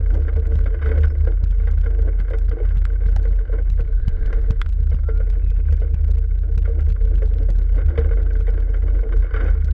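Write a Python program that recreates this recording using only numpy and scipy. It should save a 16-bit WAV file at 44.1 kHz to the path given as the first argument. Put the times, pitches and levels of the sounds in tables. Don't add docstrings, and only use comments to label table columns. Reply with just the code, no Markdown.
import sys
import numpy as np
from scipy import signal
from scipy.fft import rfft, irfft, next_fast_len
from scipy.io import wavfile

SR = 44100
rng = np.random.default_rng(int(sys.argv[2]) if len(sys.argv) > 2 else 0)


def generate_wav(signal):
    frames = np.transpose(np.atleast_2d(signal))
    scaled = np.clip(frames, -1, 1) * 32767
    pcm = np.round(scaled).astype(np.int16)
    wavfile.write(sys.argv[1], SR, pcm)


N = 429093
TIME = np.arange(N) / SR


def gain_of(db):
    return 10 ** (np.asarray(db) / 20)


def evened(x):
    return x / np.sqrt(np.mean(x ** 2) + 1e-20)


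def follow(rows):
    s, *columns = np.transpose(rows)
    return [np.interp(TIME, s, c) for c in columns]


def add(mix, s, sound):
    part = mix[max(round(s * SR), 0):][:len(sound)]
    part += sound[:len(part)]


def colour(x, points):
    hz, db = np.transpose(points)
    size = next_fast_len(len(x), True)
    log_hz = np.log(np.fft.rfftfreq(size, 1 / SR) + 1)
    curve = np.interp(log_hz, np.log(hz), db)
    return irfft(rfft(x, size) * gain_of(curve), size)[:len(x)]


def drift(rate, size=4096):
    hz = np.fft.rfftfreq(size, TIME[-1] / size)
    spectrum = rfft(rng.standard_normal(size)) * np.exp(-(hz / rate) ** 2)
    return np.interp(TIME, np.linspace(0, TIME[-1], size), evened(irfft(spectrum)))


def grit(size, spread_db):
    return evened(rng.standard_normal(size) * gain_of(spread_db * rng.standard_normal(size)))


def sliding(hz, width_hz, order=2):
    lowpass = signal.butter(order, width_hz, fs=SR, output="sos")
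    band = signal.sosfilt(lowpass, rng.standard_normal(N))
    return evened(band * np.cos(2 * np.pi * np.cumsum(hz) / SR))


def ring(x, modes, size=6000):
    t = np.arange(size) / SR
    response = np.zeros(size)
    for k, (hz, width, db) in enumerate(modes):
        decay = width * np.exp(-np.pi * width * t)
        response += (-1) ** k * gain_of(db) * decay * np.sin(2 * np.pi * hz * t)
    return signal.fftconvolve(x, response / np.linalg.norm(response))[:len(x)]


LURCH_S, LURCH_WIDTH_S, LURCH_DIP_DB = 4.2, 0.45, -4.5


def lurch_swell():
    return np.exp(-((TIME - LURCH_S) / LURCH_WIDTH_S) ** 2)


# (frequency [Hz], density [dB per Hz])
AIR_SPECTRUM = [(3500, -1.5), (8000, -9.5), (16000, -19)]


def air(air_db=-81, gust_db=2.0):
    hiss = evened(colour(rng.standard_normal(N), AIR_SPECTRUM))
    return gain_of(air_db + gust_db * drift(4.6)) * hiss


def scraping(scrape_db=-72, band_hz=3700, width_hz=600):
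    flutter = gain_of(scrape_db + 2 * drift(70))
    return flutter * lurch_swell() * sliding(np.full(N, band_hz), width_hz)


def squeak(at_s=1.1, length_s=0.041, squeak_hz=5230, squeak_db=-64):
    envelope = np.exp(-(2 * (TIME - at_s) / length_s) ** 2)
    return gain_of(squeak_db) * envelope * sliding(np.full(N, squeak_hz), width_hz=60)


# (time [s], mean centre frequency [Hz], level [dB])
FLANGE_RUB = [(3.8, 1493, -79.5), (4.0, 1552, -53.5), (4.25, 1660, -57), (4.9, 2375, -86),
              (5.5, 2456, -65.5), (6.5, 2256, -84.5)]


def rubbing(wander=0.03):
    hz, db = follow(FLANGE_RUB)
    return gain_of(db) * sliding(hz * (1 + wander * drift(16)), width_hz=65)


# (time [s], mean frequency [Hz], level [dB])
FLANGE_SQUEAL = [(5.0, 1330, -88), (5.07, 1357, -50), (5.22, 1430, -55), (5.3, 1450, -67)]


def squeal(waver=0.00874):
    hz, db = follow(FLANGE_SQUEAL)
    sounding = (TIME > FLANGE_SQUEAL[0][0]) & (TIME < FLANGE_SQUEAL[-1][0])
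    phase = 2 * np.pi * np.cumsum(hz * (1 + waver * drift(63))) / SR
    return sounding * gain_of(db) * np.sqrt(2) * np.sin(phase)


# (frequency [Hz], relative density [dB per Hz])
TICK_SPECTRUM = [(150, -22), (700, 0.5), (1500, -1), (2800, -4), (4000, -8), (6000, -14), (9000, -23),
                 (12000, -29), (16000, -37.5)]


def tick(length_s, tint_db=3, size=1024):
    u = np.arange(size) / SR / length_s - 2
    tinted = [(hz, db + tint_db * rng.standard_normal()) for hz, db in TICK_SPECTRUM]
    sound = colour(grit(size, 1.0) * np.exp(-u ** 2), tinted)
    return sound / abs(sound).max()


def double_tick(length_s, gap_s=0.009, second_db=-9):
    second = gain_of(second_db + 2 * rng.standard_normal()) * tick(length_s)
    out = np.concatenate([np.zeros(round(gap_s * SR)), second])
    add(out, 0, tick(length_s))
    return out


def crackle(swing, per_s=70, crackle_db=-45, spread_db=4.5):
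    rate = per_s * evened(swing) ** 2 * gain_of(spread_db * drift(10))
    sizes = gain_of(crackle_db + spread_db * np.minimum(rng.standard_normal(N), 1))
    fired = rng.random(N) < rate / SR
    clicks = colour(sizes * fired * np.sign(swing), TICK_SPECTRUM)
    return np.diff(clicks, prepend=0) + clicks


# (time [s], relative level [dB])
CLEAR_TICKS = [(0.151, -46), (0.589, -45.5), (0.8555, -45.5), (1.71, -48.5), (2.301, -42.5), (2.385, -42),
               (3.228, -47), (4.259, -44.5), (4.328, -39), (4.4133, -45.5), (4.689, -44.5), (4.725, -45),
               (5.2997, -41), (6.8058, -47), (7.2754, -45.5), (7.337, -46), (7.3831, -43.5), (7.756, -43),
               (8.4064, -44.5), (8.6023, -44)]


def ticks(tick_db=6, length_s=0.0011):
    out = np.zeros(N)
    for s, db in CLEAR_TICKS:
        add(out, s, gain_of(db + tick_db) * double_tick(length_s))
    return out


def thud(hz=110, width_s=0.0023, size=1764):
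    t = (np.arange(size) - size / 2) / SR
    return np.hanning(size) * np.cos(2 * np.pi * hz * t) / np.cosh(t / width_s)


def crest_ticks(swing, tick_db=-46.0, full_swing=0.29, growth=1.6, scatter_db=3, length_s=0.00098):
    out, push = np.zeros(N), thud()
    threshold, limit = 0.16, 1.1
    push_db, bout_db = -32.5, 2.5
    bouts = bout_db * np.tanh(drift(11))
    crests = signal.find_peaks(abs(swing), height=threshold, distance=SR // 200)[0]
    for at, chance in zip(crests, rng.standard_normal(len(crests))):
        reach = min(abs(swing[at]) / full_swing, limit) ** 2
        strength = reach ** growth * gain_of(scatter_db * min(chance, 1) + bouts[at])
        add(out, at / SR, gain_of(tick_db) * strength * tick(length_s * reach ** 2))
        if reach > 1:
            pulse = gain_of(push_db) * strength * np.sign(swing[at]) * push
            add(out, (at - len(push) / 2) / SR, pulse)
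    return out


# (time [s], relative click level [dB], relative thud level [dB])
HARD_JOLTS = [(0.553, -25, -24), (1.4364, -24, -25.5), (2.1984, -26, -28.5), (2.7693, -25.5, -25),
              (3.064, -29, -26.5), (3.16, -18.5, -30.5), (3.698, -27, -29), (3.8045, -25.5, -28),
              (4.0791, -20, -17.5), (4.5053, -17.5, -17.5), (4.943, -25, -23), (5.723, -28.5, -29),
              (5.942, -24.5, -23.5), (6.576, -22.5, -24.5), (6.8996, -29.5, -29), (7.5011, -23.5, -26),
              (7.988, -25.5, -23), (9.643, -27, -27)]


def jolts(swing, click_db=-10.0, thud_db=7, weight_db=-6, length_s=0.0017, crest_s=0.0023):
    out = np.zeros(N)
    push = thud() + gain_of(weight_db) * thud(hz=68, width_s=0.02)
    for s, high_db, low_db in HARD_JOLTS:
        add(out, s, gain_of(high_db + click_db) * double_tick(length_s))
        crest = s + crest_s
        direction = np.sign(swing[round(crest * SR)])
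        add(out, crest - len(push) / 2 / SR, direction * gain_of(low_db + thud_db) * push)
    return out


# (time [s], peak level [dB], own ring frequency [Hz], relative ring level [dB])
CATCH_CLACKS = [(2.853, -22.5, 7560, -9.5), (3.165, -24, 770, 14), (4.6156, -15, 3400, -1.5),
                (4.662, -30.5, 990, -2)]
# (frequency [Hz], width [Hz], relative level [dB])
CATCH_MODES = [(1330, 345, 8), (1526, 370, 7.5), (2030, 220, 1.5), (2960, 2000, -11.5), (5400, 1300, -21.5),
               (7500, 2300, -33)]


def clacks(contact_s=0.0047, scuff=0.037, own_width_hz=130, size=4000):
    out, t = np.zeros(N), np.arange(size) / SR
    for s, db, hz, own_db in CATCH_CLACKS:
        force = (t == 0) + scuff * rng.standard_normal(size) * np.exp(-t / contact_s)
        sound = ring(force, CATCH_MODES + [(hz, own_width_hz, own_db)])
        add(out, s, gain_of(db) * sound / abs(sound).max())
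    return out


# (time [s], relative chassis level [dB], relative wheel level [dB])
SMOOTH_RAIL = [(0, -41.5, -51), (.6, -43, -51), (1.15, -43.5, -53), (1.55, -49, -55), (2.3, -46, -52.5),
               (3.3, -46, -53.5), (4.7, -52, -61), (5.15, -47, -55), (6.4, -48.5, -58.5),
               (7.62, -43.5, -56.5), (7.82, -42, -48.5), (8.4, -43.5, -50), (9.1, -43, -51),
               (9.73, -49, -54)]
# (middle [s], 1/e full length [s], chassis rise [dB], wheel rise [dB])
ROUGH_STRETCHES = [(0.888, 0.16, 11, 17), (2.03, 0.36, 7, 4.5), (2.661, 0.14, 8, 8.5),
                   (3.545, 0.081, 12, 14.5), (4.334, 0.4, 9.5, 13), (8.02, 0.14, 5, 4),
                   (9.4, 0.27, 10.5, 19)]


def roll_levels():
    low_db, high_db = follow(SMOOTH_RAIL)
    for s, length_s, chassis_db, wheel_db in ROUGH_STRETCHES:
        swell = np.exp(-(2 * (TIME - s) / length_s) ** 2)
        low_db = low_db + chassis_db * swell
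        high_db = high_db + wheel_db * swell
    return low_db, high_db


# (mean frequency [Hz], width [Hz], relative level [dB])
BLOW_MODES = [(336.8, 8.5, -5), (449, 16.7, 6.5), (539.6, 96, -6), (794, 10, -21)]
# (mean frequency [Hz], width [Hz], relative level [dB])
WHEEL_MODES = [(776.7, 7.7, 1), (1065, 71, -6.5), (1171, 60, -5), (1392, 68, -1), (1488, 65.5, 4),
               (1587, 148, -.5), (1996, 98, -5.5), (2180, 90, -5.5), (2554, 180, -19.5), (2990, 170, -17.5),
               (3690, 93, -23), (4600, 110, -26.5)]


def chatter(chassis_db=4.5, scatter_db=2, count=300):
    out, blows = np.zeros(N), np.zeros(N)
    low_db, high_db = np.mean([follow(SMOOTH_RAIL), roll_levels()], axis=0)
    per_s, chassis_s, wheels_s, wheels_db = 22, .007, .006, 9
    at = (np.cumsum(rng.uniform(.4, 1.6, count)) / per_s * SR).astype(int)
    strengths = gain_of(scatter_db * rng.standard_normal(count))
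    blows[at[at < N]] = strengths[at < N]
    parts = (BLOW_MODES, low_db + chassis_db, chassis_s), (WHEEL_MODES, high_db + wheels_db, wheels_s)
    for modes, db, fall_s in parts:
        pressure = signal.lfilter([1], [1, -np.exp(-1 / (fall_s * SR))], blows)
        out += ring(gain_of(db) * pressure * rng.standard_normal(N), modes)
    return out


def knock(modes, fall_s, impact, rise_s=0.00087, size=5000, detune=0.013):
    t = np.arange(size) / SR
    force = grit(size, 4) * (1 - np.exp(-t / rise_s)) * np.exp(-t / fall_s)
    firm_at = np.searchsorted(t, 2 * rise_s)
    force[firm_at] += impact * np.linalg.norm(force)
    tuned = [(hz * (1 + detune * rng.standard_normal()), width, db) for hz, width, db in modes]
    sound = ring(force, tuned, size=size)
    return sound / abs(sound).max()


# (time [s], relative chassis level [dB], relative wheel level [dB])
RAIL_BUMPS = [(0.281, -34, -38.5), (0.659, -28.5, -37.5), (0.742, -30.5, -42.5), (0.821, -40, -37.5),
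              (0.857, -24, -34), (0.914, -29, -38), (0.974, -24.5, -39), (1.033, -33, -34),
              (1.271, -23, -40), (1.671, -31.5, -39), (1.858, -31.5, -36), (2.072, -28.5, -49),
              (2.198, -36, -41), (2.306, -24.5, -41.5), (2.333, -25, -37), (2.511, -28.5, -44),
              (2.568, -29.5, -56), (2.6, -24, -48.5), (3.016, -36, -50.5), (3.25, -28, -44.5),
              (3.495, -28.5, -52.5), (3.582, -28.5, -44.5), (3.791, -28, -43.5), (4.326, -28, -35),
              (4.915, -31.5, -47.5), (5.085, -22, -40), (5.2, -26.5, -46.5), (5.721, -30, -48),
              (5.817, -28, -49), (6.651, -41, -39), (6.676, -27, -52), (6.791, -38, -44.5),
              (7.112, -30.5, -70), (7.219, -25, -42.5), (7.486, -28, -50.5), (7.784, -28.5, -42.5),
              (7.803, -37, -44), (7.901, -34, -43.5), (7.976, -16.5, -33), (8.057, -29, -49),
              (8.109, -24, -39), (8.169, -28, -42.5), (8.478, -24, -44), (8.575, -31.5, -44.5),
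              (8.741, -31, -39.5), (9.03, -28, -51), (9.121, -31, -38), (9.242, -31, -45),
              (9.338, -24.5, -30), (9.361, -30, -34), (9.405, -29, -31.5), (9.479, -31.5, -37.5)]


def clatter(chassis_db=0, wheels_db=8, chassis_s=0.016, wheels_s=0.011, lead_s=.001):
    out = np.zeros(N)
    for s, low_db, high_db in RAIL_BUMPS:
        chassis = knock(BLOW_MODES, chassis_s, impact=0.91)
        wheel = knock(WHEEL_MODES, wheels_s, impact=0.31, size=2500)
        add(out, s - lead_s, gain_of(low_db + chassis_db) * chassis)
        add(out, s - lead_s, gain_of(high_db + wheels_db) * wheel)
    return out


# (frequency [Hz], width [Hz], relative level [dB])
CHASSIS_MODES = [(287.8, 40, -10), (341.5, 7.6, -4), (445.3, 14, -1), (519, 53, -9), (548, 93.6, -11)]


def rolling(chassis_db=1.0, flutter_db=3.0, contact_hz=1500, hiss_db=-29):
    low_db, high_db = roll_levels()
    wheels_db, lumps_db = -5, 3.5
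    surge = gain_of(flutter_db * drift(32))
    lumps = gain_of(lumps_db * drift(13))
    chassis = ring(evened(grit(N, 3.8) * surge * lumps) * gain_of(low_db), CHASSIS_MODES)
    wheels = ring(evened(grit(N, 3.1) * surge) * gain_of(high_db), WHEEL_MODES)
    wheels = signal.lfilter(*signal.iirpeak(contact_hz, 1, fs=SR), wheels)
    hiss = gain_of(low_db.mean()) * evened(colour(rng.standard_normal(N), TICK_SPECTRUM))
    return gain_of(chassis_db) * chassis + gain_of(wheels_db) * wheels + gain_of(hiss_db) * hiss


HEAVE_HZ, HEAVE_DB = 29.3, -20


def heaving(wander=1.14):
    phase = 2 * np.pi * HEAVE_HZ * TIME + wander * drift(8.2)
    return gain_of(HEAVE_DB) * lurch_swell() * np.sqrt(2) * np.sin(phase)


SHAKE_DB, CALM_SHARE, TRADE_S = -15.5, 0.11, 0.093
# (start [s], end [s], energy share [0-1]), each at the middle of a trade
SHUDDER_BOUTS = [(0.168, 0.564, 0.68), (0.77, 1.252, 0.74), (4.833, 5.157, 0.51), (5.603, 6.912, 0.36),
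                 (7.099, 7.411, 0.18), (7.859, 8.087, 0.62), (9.577, 9.904, 0.54)]
SWING_STALLS = [0.81, 2.59, 3.46, 7.94, 9.05, 9.28]
STALL_S, STALL_DB = .035, -11


def shake_levels():
    share = CALM_SHARE
    for start, end, top in SHUDDER_BOUTS:
        inside = np.clip(np.minimum(TIME - start, end - TIME) / TRADE_S + .5, 0, 1)
        share = share + (top - CALM_SHARE) * inside
    share = np.clip(share, .01, .99)
    stalled = sum(np.exp(-((TIME - s) / STALL_S) ** 2) for s in SWING_STALLS)
    total_db = SHAKE_DB + LURCH_DIP_DB * lurch_swell() + STALL_DB * stalled
    return total_db + 10 * np.log10(1 - share), total_db + 10 * np.log10(share)


BOUNCE_HZ, SHUDDER_HZ = 43.23, 73
# (time [s], relative rumble level [dB])
TRACK_SWAY = [(0.0, -31), (3.5, -34.5), (3.95, -26.5), (5.2, -28), (6.1, -33), (7.3, -28.5), (9.73, -33)]
# (frequency [Hz], relative density [dB per Hz])
RUMBLE_SPECTRUM = [(12, -18), (24, -3), (33, 2), (55, -11), (85, -9), (110, -16), (160, -28), (250, -40),
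                   (900, -73), (12000, -140)]


def shaking(bounce_db=-0.44, shudder_db=-1, bounce_wander=0.45, shudder_wander=0.65):
    bounce, shudder = shake_levels()
    unsteady_db, rumble_db = 1.3, 2
    low_gain = gain_of(bounce + bounce_db + unsteady_db * drift(11))
    low = low_gain * np.sin(2 * np.pi * BOUNCE_HZ * TIME + bounce_wander * drift(3))
    high_gain = gain_of(shudder + shudder_db + 2 * unsteady_db * drift(9))
    high = high_gain * np.sin(2 * np.pi * SHUDDER_HZ * TIME + shudder_wander * drift(3.6))
    rumble = evened(colour(rng.standard_normal(N), RUMBLE_SPECTRUM))
    return np.sqrt(2) * (low + high) + gain_of(follow(TRACK_SWAY)[0] + rumble_db) * rumble


def scene(floor_hz=7000):
    swing = shaking()
    wheels = rolling() + clatter() + chatter() + rubbing() + squeal() + squeak()
    wheels = signal.sosfilt(signal.butter(2, floor_hz, fs=SR, output="sos"), wheels)
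    transients = crest_ticks(swing) + crackle(swing) + ticks() + jolts(swing) + clacks()
    return (swing + heaving() + transients + wheels + scraping() + air())[None]


EDGE_HZ = 15800


def record(dry):
    faded = dry * signal.windows.tukey(N, .002)
    lowpass = signal.firwin(511, EDGE_HZ, window=("kaiser", 9), fs=SR)
    return signal.oaconvolve(faded, lowpass[None], "same")


dry = scene()
out = record(dry)
generate_wav(out)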